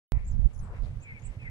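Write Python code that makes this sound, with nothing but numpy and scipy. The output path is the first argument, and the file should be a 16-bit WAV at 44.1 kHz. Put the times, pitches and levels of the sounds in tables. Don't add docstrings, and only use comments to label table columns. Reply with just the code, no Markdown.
import sys
import numpy as np
from scipy import signal
from scipy.fft import rfft, irfft, next_fast_len
from scipy.io import wavfile
from scipy.ndimage import uniform_filter1d, map_coordinates

SR = 44100
rng = np.random.default_rng(int(sys.argv[2]) if len(sys.argv) > 2 else 0)


def pcm_store(signal):
    levels = np.round(np.clip(np.atleast_2d(signal), -1, 1) * 32767)
    wavfile.write(sys.argv[1], SR, levels.astype(np.int16).T)


N = 66150
T = np.arange(N) / SR

# time in seconds, relative level in dB.
RUMBLE_FADER = [(.12, -29), (.21, -54.5), (.32, -39.5), (.4, -35.5), (.43, -48), (.46, -47), (.54, -53),
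                (.58, -43), (.78, -45.5), (.83, -39), (.98, -40), (1.02, -44.5), (1.05, -57), (1.08, -49.5),
                (1.155, -44.5), (1.185, -58.5), (1.225, -43.5), (1.32, -47), (1.35, -65), (1.372, -38.5),
                (1.4, -45.5), (1.5, -41.5)]
# frequency in Hz, relative level in dB.
RUMBLE_EQ = [(30, -23), (65, -21.5), (92, 0), (115, -3.5), (145, -12), (175, -19.5), (220, -22.5),
             (330, -40), (800, -66), (2500, -120)]
# time in seconds, level in dB.
WASH_FADER = [(.12, -62), (.4, -60), (.53, -62.5), (.85, -57), (1.0, -57), (1.15, -60.5), (1.35, -58.5),
              (1.5, -59)]
# frequency in Hz, relative level in dB.
WASH_EQ = [(60, 3.5), (250, 2), (360, -2.5), (470, 0), (650, -4.5), (880, -6), (1300, -10), (2300, -11),
           (3200, -18), (5500, -24), (9500, -27), (13000, -38.5), (15500, -37.5)]
# frequency in Hz, left minus right in dB.
WASH_BALANCE = [(100, -7.5), (380, 0.5), (700, 1.5), (1300, 5), (4400, 4.5), (9000, 7), (15000, -2)]
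# frequency in Hz, left-right likeness from -1 to 1.
BACKGROUND_LIKENESS = [(60, 0.95), (130, 1), (300, 0.69), (640, 0.83), (1400, 0.16), (2500, -0.62),
                       (5000, 0.21), (15000, -0.205)]
# peak time, rise and fall in seconds, level in dB, centre in Hz,
# width in octaves, left minus right in dB.
RUSH_CUES = [(0.168, 0.09, 0.068, -59.5, 2120, 0.15, 7.5), (0.149, 0.062, 0.037, -57.5, 725, 0.46, 0.5),
             (.64, 0.027, 0.021, -45, 165, 0.18, 1), (0.711, .08, 0.076, -56, 950, 0.41, 4.5),
             (.73, 0.032, 0.034, -54.5, 500, 0.32, -2), (0.766, 0.022, 0.023, -60.5, 2040, 0.21, -1),
             (0.846, 0.015, 0.016, -65, 4030, 0.23, 10), (.85, 0.026, 0.027, -57.5, 523, 0.22, -14),
             (1.261, 0.038, 0.046, -64, 2300, 0.19, 13)]
# time in seconds, pitch in Hz, level in dB.
SLIDE_PATH = [(.526, 10760, -85), (.537, 10470, -73), (.555, 10280, -69), (.57, 10260, -76),
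              (.585, 10100, -73), (.608, 9800, -70), (.623, 9160, -72.5), (.634, 8080, -64),
              (.652, 7250, -69)]
# start in seconds, level in dB, opening pitch in Hz.
TICK_CUES = [(.309, -64, 7570), (.321, -68.5, 6480), (0.333, -81, 6500), (0.531, -65, 8100),
             (0.544, -66, 7130), (0.556, -71, 6600), (0.576, -66, 7430), (0.59, -60.5, 7040),
             (0.599, -79, 6500), (1.192, -69.5, 7360)]
# start and length in seconds, level in dB, opening and top pitch in Hz.
CHIRP_CUES = [(0.248, 0.043, -55.5, 6600, 7770), (1.002, 0.036, -59.5, 6000, 7610),
              (1.22, .053, -54, 6610, 8075)]
CHIRP_BEND = [(0, 0.017), (.4, 0.5), (.7, 0.86), (.82, 1), (1, 0.059)]
# share of its length, level offset in dB, rasp against the tone in dB.
CHIRP_ENVELOPE = [(0, -12, -22), (.15, -15, -10), (.45, -8.5, -9), (.72, 2.5, -17), (.88, -0.5, -12.5),
                  (1, -10.5, 6)]
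# frequency in Hz, left minus right in dB.
CHIRP_BALANCE = [(6300, 28.5), (7000, -1.5), (7600, -9.5), (8200, -9)]
# start and length in seconds, relative level in dB,
# opening and closing pitch in Hz, left minus right in dB.
WHISTLE_CUES = [(1.014, 0.13, -44, 2640, 2074, 1), (1.128, 0.065, -46, 2542, 2199, 6),
                (1.382, .06, -48, 2802, 2390, 2), (1.433, 0.057, -40, 2380, 1990, 2.5)]
# frequency in Hz, relative level in dB.
HAZE_EQ = [(800, -38), (1400, -11), (1900, -4), (2300, 0), (2700, -8), (3000, -26), (5000, -38),
           (9000, -89)]
# frequency in Hz, relative level in dB.
BUFFET_EQ = [(12, -5.5), (25, -2.5), (40, 3.5), (65, -5.5), (100, -19.5), (170, -26), (300, -48.5),
             (800, -54), (3000, -130)]
# time in seconds, relative level in dB.
GUSTS_LEFT = [(0.121, -47.5), (0.261, -31.5), (0.541, -57), (0.601, -37), (0.701, -44), (0.721, -38.5),
              (0.82, -48), (0.94, -43), (1.04, -63), (1.12, -44), (1.18, -69.5), (1.3, -50), (1.42, -67),
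              (1.5, -57.5)]
GUSTS_RIGHT = [(0.121, -17.5), (0.181, -27.5), (0.221, -35), (0.461, -18.5), (0.521, -44.5), (0.601, -31),
               (0.74, -58), (0.8, -27), (0.84, -28), (0.9, -39.6), (0.98, -36.5), (1.06, -54.9),
               (1.18, -53.5), (1.3, -30.5), (1.34, -52), (1.42, -48.5), (1.46, -42), (1.5, -38)]
# start in seconds, peak level in dB, pitch in Hz.
PUFF_CUES = [(0.168, -12.5, 49), (.337, -18, 45), (0.392, -10.5, 57.6), (0.455, -15, 48)]


def amp(db):
    return 10 ** (np.asarray(db) / 20)


def along(points, hz):
    freqs, values = np.transpose(points)
    return np.interp(np.log(hz + 1), np.log(freqs + 1), values)


def curves(rows, at=T):
    times, *columns = np.transpose(rows)
    return [np.interp(at, times, column) for column in columns]


def wobble(rate):
    return map_coordinates(rng.standard_normal(N // 20), [T * rate], mode="wrap")


def filtered(x, response):
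    size = next_fast_len(N + SR // 2)
    return irfft(rfft(x, size) * response(np.fft.rfftfreq(size, 1 / SR)), size)[..., :N]


def pan(side_db):
    gains = amp(np.array([[.5], [-.5]]) * side_db)
    return gains / np.sqrt(np.mean(gains ** 2, axis=0))


def noise(colour, likeness):
    def mid_side_gains(hz):
        angle = np.arccos(np.clip(along(likeness, hz), -1, 1)) / 2
        return colour(hz) * [np.cos(angle), np.sin(angle)]
    mid, side = filtered(rng.standard_normal((2, N)), mid_side_gains)
    stereo = np.array([mid + side, mid - side])
    return stereo / np.sqrt(np.mean(stereo ** 2) + 1e-20)


def eq_noise(eq, likeness):
    return noise(lambda hz: amp(along(eq, hz)), likeness)


def steady(x):
    return x / np.sqrt(abs(uniform_filter1d(x ** 2, size=SR // 10, axis=1)) + 1e-9)


def bird_tone(hz, rasp_db, rasp_hz):
    phase = 2 * np.pi * np.cumsum(hz * (1 + .005 * wobble(300))) / SR
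    flutter, jitter = amp(rasp_db) * noise(lambda f: 1 / (1 + (f / rasp_hz) ** 2), [(100, .0089)])
    voice = (np.sqrt(2) + flutter) * np.sin(phase) + jitter * np.cos(phase)
    return voice / np.hypot(1, amp(rasp_db))


def outdoors(call, wet_db, t60_s, right_lead_s=0):
    t = T[:SR // 2]
    tail = rng.standard_normal((2, len(t))) * amp(-60 * t / t60_s)
    echo = signal.fftconvolve(call[None], tail / np.linalg.norm(tail[0]), axes=1)[:, :N]
    direct = filtered(call, lambda hz: np.exp(1j * np.pi * hz * right_lead_s * np.array([[-1], [1]])))
    return direct + amp(wet_db) * echo


def far_wash():
    wash = filtered(eq_noise(WASH_EQ, BACKGROUND_LIKENESS), lambda hz: pan(along(WASH_BALANCE, hz)))
    return amp(curves(WASH_FADER)[0] + 1.52 * wobble(26)) * wash


def low_rumble():
    rumble = steady(eq_noise(RUMBLE_EQ, BACKGROUND_LIKENESS))
    return amp(curves(RUMBLE_FADER)[0] + 1) * pan(side_db=-7.5) * rumble


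def rushes():
    out = np.zeros((2, N))
    for peak, rise, fall, db, centre, width, side_db in RUSH_CUES:
        swell = np.exp(-.5 * ((T - peak) / np.where(T < peak, rise, fall)) ** 2)
        band = noise(lambda hz: np.exp(-(np.log2((hz + 1) / centre) / (2 * width)) ** 2),
                     BACKGROUND_LIKENESS)
        out += amp(db) * swell * pan(side_db) * band
    return out


def sliding_bird():
    hz, db = curves(SLIDE_PATH)
    gate = (T > SLIDE_PATH[0][0]) * (T < SLIDE_PATH[-1][0])
    call = gate * amp(db) * bird_tone(hz, rasp_db=-15, rasp_hz=302)
    return pan(side_db=23) * outdoors(call, wet_db=-5, t60_s=.26)


def ticking_bird():
    tick_s, fall_share = .008, .24
    song = np.zeros(N)
    for start, db, first_hz in TICK_CUES:
        progress = np.clip((T - start) / tick_s, 0, 1)
        hz = first_hz * (1 - fall_share * progress)
        song += amp(db) * np.sin(np.pi * progress) * bird_tone(hz, rasp_db=-.5, rasp_hz=550)
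    return pan(side_db=25) * outdoors(song, wet_db=2, t60_s=.079)


def chirping_bird():
    song = np.zeros(N)
    for start, length, db, first_hz, top_hz in CHIRP_CUES:
        progress = (T - start) / length
        gate = (progress > 0) * (progress < 1)
        swell_db, rasp_db = curves(CHIRP_ENVELOPE, progress)
        hz = first_hz + (top_hz - first_hz) * curves(CHIRP_BEND, progress)[0]
        song += gate * amp(db + swell_db) * bird_tone(hz, rasp_db, rasp_hz=650)
    scattered = outdoors(song, wet_db=-.5, t60_s=.091, right_lead_s=85e-6)
    return filtered(scattered, lambda hz: pan(along(CHIRP_BALANCE, hz)))


def whistling_bird():
    haze_db, sag_power = -12, 1.452
    out = np.zeros((2, N))
    for start, length, db, first_hz, last_hz, side_db in WHISTLE_CUES:
        progress = np.clip((T - start) / length, 0, 1)
        swell = amp(db) * np.interp(progress, [0, .85, .9, 1], [0, .86, .35, .038])
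        hz = last_hz + (first_hz - last_hz) * (1 - progress) ** sag_power
        note = swell * bird_tone(hz, rasp_db=-9.5, rasp_hz=250)
        blurred_swell = uniform_filter1d(swell, size=2600)
        haze = amp(haze_db) * blurred_swell * eq_noise(HAZE_EQ, likeness=[(2000, .22)])
        out += pan(side_db) * (outdoors(note, wet_db=-16.5, t60_s=.2, right_lead_s=225e-6) + haze)
    return out


def wind():
    trim_db, puff_rise_s, left_bleed_db = 1.5, .0059, -42
    gust_db = np.array(curves(GUSTS_LEFT) + curves(GUSTS_RIGHT))
    out = amp(gust_db + trim_db) * steady(eq_noise(BUFFET_EQ, likeness=[(50, .3)]))
    for start, db, hz in PUFF_CUES:
        age = np.maximum(T - start, 0)
        envelope = (age / puff_rise_s * np.exp(1 - age / puff_rise_s)) ** 2
        out += amp([[db + left_bleed_db], [db]]) * envelope * np.sin(2 * np.pi * hz * age)
    return out


def scene():
    return (wind() + low_rumble() + far_wash() + rushes()
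            + whistling_bird() + chirping_bird() + ticking_bird() + sliding_bird())


def record(dry):
    cut_in_s, top_hz = .1204, 15700
    return filtered(dry * (T >= cut_in_s), lambda hz: hz < top_hz)


dry = scene()
out = record(dry)
pcm_store(out)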